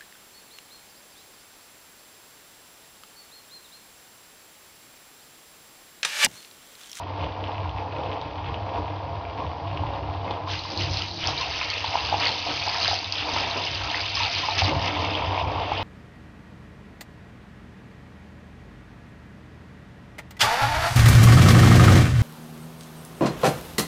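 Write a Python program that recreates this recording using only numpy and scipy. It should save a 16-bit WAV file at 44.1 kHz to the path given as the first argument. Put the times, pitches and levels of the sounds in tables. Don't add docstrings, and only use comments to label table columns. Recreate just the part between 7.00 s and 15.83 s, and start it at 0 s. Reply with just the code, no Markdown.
import sys
import numpy as np
from scipy import signal
from scipy.fft import rfft, irfft, next_fast_len
from scipy.io import wavfile
from scipy.ndimage import uniform_filter1d, map_coordinates

SR = 44100
rng = np.random.default_rng(int(sys.argv[2]) if len(sys.argv) > 2 else 0)


def int16_out(signal):
    q = np.round(np.clip(np.atleast_2d(signal).T, -1, 1) * 32767)
    wavfile.write(sys.argv[1], SR, q.astype(np.int16))


N = 389403

# (time [s], level [dB])
JET_LEVEL = [(0, -35), (3.4, -35), (4.1, -39), (7.5, -38), (7.7, -28), (8.83, -30)]
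# (start [s], length [s])
HAND_HOLDS = [(3.547, 0.15), (4.005, 0.28), (5.337, 0.17), (5.976, 0.21), (7, 0.21)]
# (start [s], length [s], level [dB])
THUMPS = [(0.17, 0.18, -30), (0.573, 0.17, -30), (1.024, 0.1, -34.5), (1.442, 0.16, -32.5),
          (1.76, 0.13, -32), (2.645, 0.38, -30.5), (2.998, 0.33, -32.5), (3.477, 0.12, -34),
          (3.75, 0.32, -28.5), (4.196, 0.21, -35), (5.064, 0.17, -33.5), (7.115, 0.21, -36),
          (7.598, 0.17, -31.5), (7.726, 0.11, -26)]
# (start [s], length [s], large bubbles [dB], small bubbles [dB])
SURGES = [(0.16, 0.17, -36.5, -36.5), (0.34, 0.25, -39, -38), (0.916, 0.39, -35, -34.5),
          (1.478, 0.14, -38, -35.5), (1.653, 0.25, -34, -35), (2.365, 0.13, -34.5, -32),
          (2.707, 0.54, -38.5, -42.5), (3.21, 0.22, -34, -34.5), (3.69, 0.29, -37, -42),
          (4.233, 0.16, -42, -33.5), (4.855, 0.3, -47, -33.5), (5.056, 0.4, -39, -31),
          (5.447, 0.12, -36, -33.5), (5.607, 0.32, -58, -38), (6.203, 0.42, -36, -32),
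          (6.534, 0.15, -33, -32.5), (6.783, 0.3, -45, -36.5), (7.63, 0.19, -34, -37),
          (8.31, 0.16, -45, -32)]
# (time [s], drops [dB], fine droplets [dB])
PATTER = [(3.5, -36, -38.5), (4.14, -59, -38.5), (4.3, -36, -37), (5.75, -32.5, -32), (6.07, -37, -35.5),
          (6.3, -34, -34.5), (7.05, -31.5, -35.5), (7.55, -32.5, -32.5), (7.75, -36, -40),
          (8.05, -31.5, -40), (8.47, -41, -50), (8.72, -34, -46.5)]
# (start [s], length [s], drops [dB], fine droplets [dB])
SPLASHES = [(3.496, 0.11, -38, -34.5), (3.774, 0.14, -33.5, -33.5), (3.907, 0.22, -35, -33),
            (4.178, 0.18, -31.5, -36), (4.376, 0.11, -32.5, -33), (4.52, 0.12, -36, -33.5),
            (4.69, 0.12, -32.5, -48), (5.199, 0.11, -26.5, -32.5), (5.797, 0.21, -32.5, -26),
            (6.161, 0.1, -29.5, -41), (6.314, 0.17, -31.5, -33), (7.148, 0.15, -28.5, -31),
            (7.307, 0.18, -30.5, -33.5), (7.578, 0.055, -22, -23), (7.626, 0.11, -30.5, -31),
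            (7.81, 0.11, -30.5, -34), (8.374, 0.063, -32.5, -50)]
# (time [s], peak [dB])
SNAPS = [(0.2105, -24.5), (0.2425, -21.5), (0.4403, -20), (0.581, -23), (0.694, -23.5), (0.7846, -24),
         (1.036, -26.5), (1.131, -24.5), (1.2145, -22.5), (1.445, -24.5), (1.5435, -19.5), (2.774, -19.5),
         (3.3093, -19)]
# (start [s], length [s], level [dB])
SLOSHES = [(3.687, 0.25, -38.5), (3.923, 0.51, -43), (7.702, 0.11, -36.5)]
# (time [s], peak [dB], pitch [Hz])
PLOPS = [(7.612, -20, 86), (7.675, -19.5, 310), (7.752, -22, 115), (7.776, -24.5, 159)]
# (time [s], peak [dB], pitch [Hz])
PLINKS = [(3.7752, -13.5, 4220), (3.8112, -17, 2840), (4.0203, -16, 2900), (4.2403, -15.5, 3040),
          (4.273, -9, 5150), (4.613, -15, 2470), (4.702, -14, 4430), (5.255, -11.5, 4340),
          (5.2701, -9, 4280), (5.2915, -13, 4130), (6.124, -11, 4730), (6.1547, -15.5, 3210),
          (6.6725, -15, 2800), (6.945, -14, 1960), (8.1519, -14, 3170), (8.378, -18.5, 2350)]
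# (start [s], length [s], starting level [dB])
SLAPS = [(4.235, .05, -29), (4.61, 0.046, -21.5), (5.2, .07, -22.5), (5.745, .04, -22.5),
         (5.85, .06, -21.5)]
# (start [s], length [s], starting level [dB])
SPILLS = [(4.391, .1, -24.5), (5.738, .07, -24), (7.17, 0.13, -22.5), (7.419, 0.13, -24)]
# (time [s], peak [dB], pitch [Hz])
GULPS = [(0.493, -21.5, 880), (1.034, -24, 940), (1.827, -26, 783), (2.357, -26, 796), (2.836, -18.5, 865),
         (3.309, -20, 830), (3.475, -21, 1040), (3.652, -23, 1010), (4.286, -19, 730), (4.844, -16.5, 906),
         (4.955, -10.5, 890), (5.126, -10.5, 816), (5.142, -11, 830), (5.466, -20.5, 740),
         (5.677, -14.5, 856), (5.883, -21, 710), (5.913, -16.5, 810), (5.931, -16, 740), (6.363, -14, 920),
         (7.486, -13, 884), (7.62, -11.5, 750), (8.718, -12.5, 815)]
# (frequency [Hz], width [Hz], gain [dB])
TUB_MODES = [(68.3, 2.2, -10), (83, 5, -11), (96.46, 3.6, 5.5), (134.6, 5, -4.5), (160, 6.9, -19),
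             (314.7, 19, -7.5)]
# (frequency [Hz], width [Hz], lift [dB])
WALL_MODES = [(674.3, 6.1, 5.5), (887.6, 16, 3)]
# (frequency [Hz], relative gain [dB])
CAVITY_EQ = [(90, -32), (170, 3.5), (240, -2.5), (330, 3.5), (450, -14), (900, -51)]
DROP_EQ = [(740, -22.5), (1250, -1.5), (1480, -8), (2760, 3), (3720, -2), (4200, -21), (5460, -36.5)]
DROPLET_EQ = [(2120, -10.5), (3600, -3), (5030, -2.5), (5510, -12.5), (6210, -15), (6510, -25.5)]
DEEP_EQ = [(100, -33.5), (170, 0), (205, -14), (301, 1.5), (355, -6), (461, -1), (640, -0.5), (830, -39)]
GURGLE_EQ = [(320, -34.5), (540, -17), (695, -1), (879, -0.5), (1020, -1), (1190, -9), (1500, -30.5),
             (1950, -50.5)]
FOAM_EQ = [(760, -28), (1300, 0), (1850, -4), (2450, -4), (3900, -8), (4800, -8.5), (6190, -23),
           (7200, -48)]


def amp(db):
    return 10 ** (np.asarray(db) / 20)


def unit(x):
    return x / np.sqrt(np.mean(x ** 2) + 1e-20)


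def wobble(rate):
    return map_coordinates(rng.standard_normal(int(N * rate / SR) + 4), [np.arange(N) * rate / SR])


def automation(rows):
    times, *columns = np.transpose(rows)
    return [np.interp(np.arange(N) / SR, times, column) for column in columns]


def envelope(bed_db, bursts, skew, column=0):
    t, power = np.arange(N) / SR, amp(bed_db) ** 2
    for start, length, *levels_db in bursts:
        inside = (t > start) & (t < start + length)
        arch = np.sin(np.pi * ((t[inside] - start) / length) ** skew)
        power[inside] += (amp(levels_db[column]) * arch) ** 2
    return np.sqrt(power)


def filtered(x, response):
    size = next_fast_len(N + SR // 2)
    return irfft(rfft(x, size) * response(np.fft.rfftfreq(size, 1 / SR)), size)[:N]


def equalised(x, eq):
    points_hz, db = np.transpose(eq)
    return unit(filtered(x, lambda hz: amp(np.interp(np.log(hz + 1), np.log(points_hz), db))))


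def resonance(hz, centre, width):
    return 1j * hz * width / (centre ** 2 - hz ** 2 + 1j * hz * width)


def bathroom(x, wet_db, t60=0.26):
    t = np.arange(SR // 2) / SR
    tails = rng.standard_normal((2, len(t))) * amp(-60 * t / t60) * (t > .002)
    wet_a, wet_b = signal.fftconvolve(x[None], tails / np.linalg.norm(tails[0]), axes=1)[:, :N]
    blend = wobble(3)
    reverb = wet_a * np.cos(blend) + wet_b * np.sin(blend)
    return (x + amp(wet_db) * reverb) / np.hypot(1, amp(wet_db))


def side_wall(x, delay_s=0.00429, echo_db=-12):
    echo = amp(echo_db) * np.pad(x, (round(delay_s * SR), 0))[:N]
    return (x + echo) / np.hypot(1, amp(echo_db))


def bubbles(rate, low_hz, high_hz, cycles, spread_db, rise):
    count = int(rate * N / SR)
    onset, pitch, life, size, sign = rng.random((count, 5)).T[:, :, None]
    hz = low_hz + (high_hz - low_hz) * pitch
    t60 = cycles * (.5 + life) / hz
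    t = np.arange(min(int(cycles / low_hz * SR), 5000000 // count)) / SR
    accent_db = -spread_db * np.log(1 - .99 * size)
    gain = amp(accent_db) * np.sign(sign - .5) / np.sqrt(t60)
    rings = gain * amp(-60 * t / t60) * np.sin(2 * np.pi * hz * t * (1 + rise * t / t60 / 2))
    index = (onset * N).astype(int) + np.arange(len(t))
    return unit(np.bincount(index.ravel(), rings.ravel(), N)[:N])


def water(cloud, eq, wash_db, wet_db):
    return equalised(bathroom(cloud, wet_db) + amp(wash_db) * rng.standard_normal(N), eq)


def pops(rows, cycles, attack_cycles, rise, wet_db):
    track, t = np.zeros(N), np.arange(SR // 10) / SR
    for start, db, hz in rows:
        age = hz * t / cycles
        shape = amp(-60 * age) * (1 - np.exp(-hz * t / attack_cycles))
        ring = amp(db) * shape / shape.max() * np.sin(2 * np.pi * hz * t * (1 + rise * age / 2))
        slot = track[round(start * SR):][:len(ring)]
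        slot += ring[:len(slot)]
    return bathroom(track, wet_db)


def volley(runs, first_hz, last_hz, scatter, fade_db, count, uneven_db=2.0):
    rows = []
    for start, length, db in runs:
        slip, accent, detune = rng.standard_normal((count, 3)).T
        progress = (np.arange(count) + .5 + np.tanh(slip) / 2) / count
        hz = first_hz * (last_hz / first_hz) ** progress * np.exp(scatter * detune)
        rows += zip(start + length * progress, db + uneven_db * accent - fade_db * progress, hz)
    return rows


def hand_hold():
    t = np.arange(N) / SR
    return sum(np.sin(np.pi * np.clip((t - start) / length, 0, 1)) for start, length in HAND_HOLDS)


def jet_db(duck_db=-3):
    return automation(JET_LEVEL)[0] + duck_db * hand_hold()


def tub_boom(leveller_s=0.1, trim_db=-2.5, unrest_db=3.0, ceiling_db=-31.5):
    turbulence_eq = [(25, 3), (50, -13.5), (63, 6.5), (320, -16.0), (600, -37.0)]
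    turbulence = equalised(rng.standard_normal(N), turbulence_eq)
    hum = filtered(turbulence, lambda hz: sum(
        amp(db) * resonance(hz, centre, width) for centre, width, db in TUB_MODES))
    hum /= np.sqrt(np.abs(uniform_filter1d(hum ** 2, int(leveller_s * SR))) + 1e-20)
    pounding_db = np.minimum(jet_db(), ceiling_db) + trim_db + unrest_db * wobble(18)
    return hum * envelope(pounding_db, THUMPS, skew=0.75)


def foam_snaps(typical_hz=2930, scatter=0.08):
    pitches = typical_hz * np.exp(scatter * rng.standard_normal(len(SNAPS)))
    rows = [(start, db, hz) for (start, db), hz in zip(SNAPS, pitches)]
    return side_wall(pops(rows, cycles=6.4, attack_cycles=2.5, rise=0, wet_db=-4))


def sloshes():
    cloud = bubbles(rate=190, low_hz=151, high_hz=370, cycles=2.3, spread_db=0, rise=0.1)
    body = water(cloud, CAVITY_EQ, wash_db=-1, wet_db=2.5)
    return body * envelope(np.full(N, -np.inf), SLOSHES, skew=0.67)


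def plops():
    return pops(PLOPS, cycles=17, attack_cycles=0.37, rise=0.14, wet_db=6.5)


def slaps():
    rows = volley(SLAPS, first_hz=1310, last_hz=2870, scatter=0.27, fade_db=2, count=10)
    return pops(rows, cycles=8.4, attack_cycles=0.48, rise=0.13, wet_db=-5)


def spills():
    rows = volley(SPILLS, first_hz=1086, last_hz=642, scatter=0.034, fade_db=8.5, count=8)
    return pops(rows, cycles=53, attack_cycles=0.66, rise=0.058, wet_db=-6)


def plinks():
    return pops(PLINKS, cycles=24, attack_cycles=0.88, rise=0.14, wet_db=-5)


def gulps():
    return pops(GULPS, cycles=21.3, attack_cycles=0.45, rise=0.025, wet_db=-7.5)


def spray(spatter_db=0.65, hand_in_s=3.46, fade_in_s=0.034, heavy_hz=2300, duck_db=-6):
    drops_db, droplets_db = automation(PATTER)
    fade_in = np.clip((np.arange(N) / SR - hand_in_s) / fade_in_s, 0, 1)
    drops = bubbles(rate=1300, low_hz=1169, high_hz=4470, cycles=36, spread_db=3, rise=0.052)
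    drops = water(drops, DROP_EQ, wash_db=0, wet_db=-6)
    droplets = bubbles(rate=1500, low_hz=3734, high_hz=6670, cycles=32, spread_db=5, rise=0.23)
    droplets = water(droplets, DROPLET_EQ, wash_db=1.5, wet_db=-10.5)
    heavy = filtered(drops, lambda hz: 1 / (1 + (hz / heavy_hz) ** 10))
    drops += heavy * (amp(duck_db * hand_hold() + 2 * spatter_db * wobble(16)) - 1)
    drops *= envelope(drops_db, SPLASHES, skew=0.8, column=0) * amp(spatter_db * wobble(35))
    droplets *= envelope(droplets_db, SPLASHES, skew=0.49, column=1) * amp(spatter_db * wobble(35))
    return fade_in * (drops + droplets)


def jet_plunge(deep_db=-1.62, large_bed_db=-5, small_bed_db=-1.05, foam_db=-24, foam_follow=0.6):
    large_gain = envelope(jet_db() + large_bed_db, SURGES, skew=0.73, column=0)
    small_gain = envelope(jet_db() + small_bed_db, SURGES, skew=0.68, column=1)
    deep = bubbles(rate=600, low_hz=193, high_hz=680, cycles=6, spread_db=1.5, rise=0.14)
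    deep = water(deep, DEEP_EQ, wash_db=1.5, wet_db=-3.5)
    gurgle = bubbles(rate=1200, low_hz=483, high_hz=1597, cycles=11.2, spread_db=2, rise=0.18)
    gurgle = water(gurgle, GURGLE_EQ, wash_db=-4.5, wet_db=-8.5)
    gurgle = unit(filtered(gurgle, lambda hz: 1 + sum(
        (amp(db) - 1) * resonance(hz, centre, width) for centre, width, db in WALL_MODES)))
    crackle = bubbles(rate=170, low_hz=2400, high_hz=3530, cycles=7.7, spread_db=3, rise=0)
    crackle = side_wall(water(crackle, FOAM_EQ, wash_db=5.5, wet_db=-3))
    crackle *= small_gain ** foam_follow * amp(foam_db)
    flutter = amp(0.84 * wobble(22))
    return deep * large_gain * amp(deep_db) + flutter * (gurgle * small_gain + crackle)


def scene():
    accents = gulps() + plinks() + plops()
    bath = tub_boom() + jet_plunge() + foam_snaps()
    hand = spray() + sloshes() + spills() + slaps()
    return (accents + bath + hand)[None]


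def record(dry):
    roll_hz, top_hz = 6600, 7200
    return filtered(dry[0], lambda hz: (hz < top_hz) / np.sqrt(1 + (hz / roll_hz) ** 60))[None]


dry = scene()
out = record(dry)
int16_out(out)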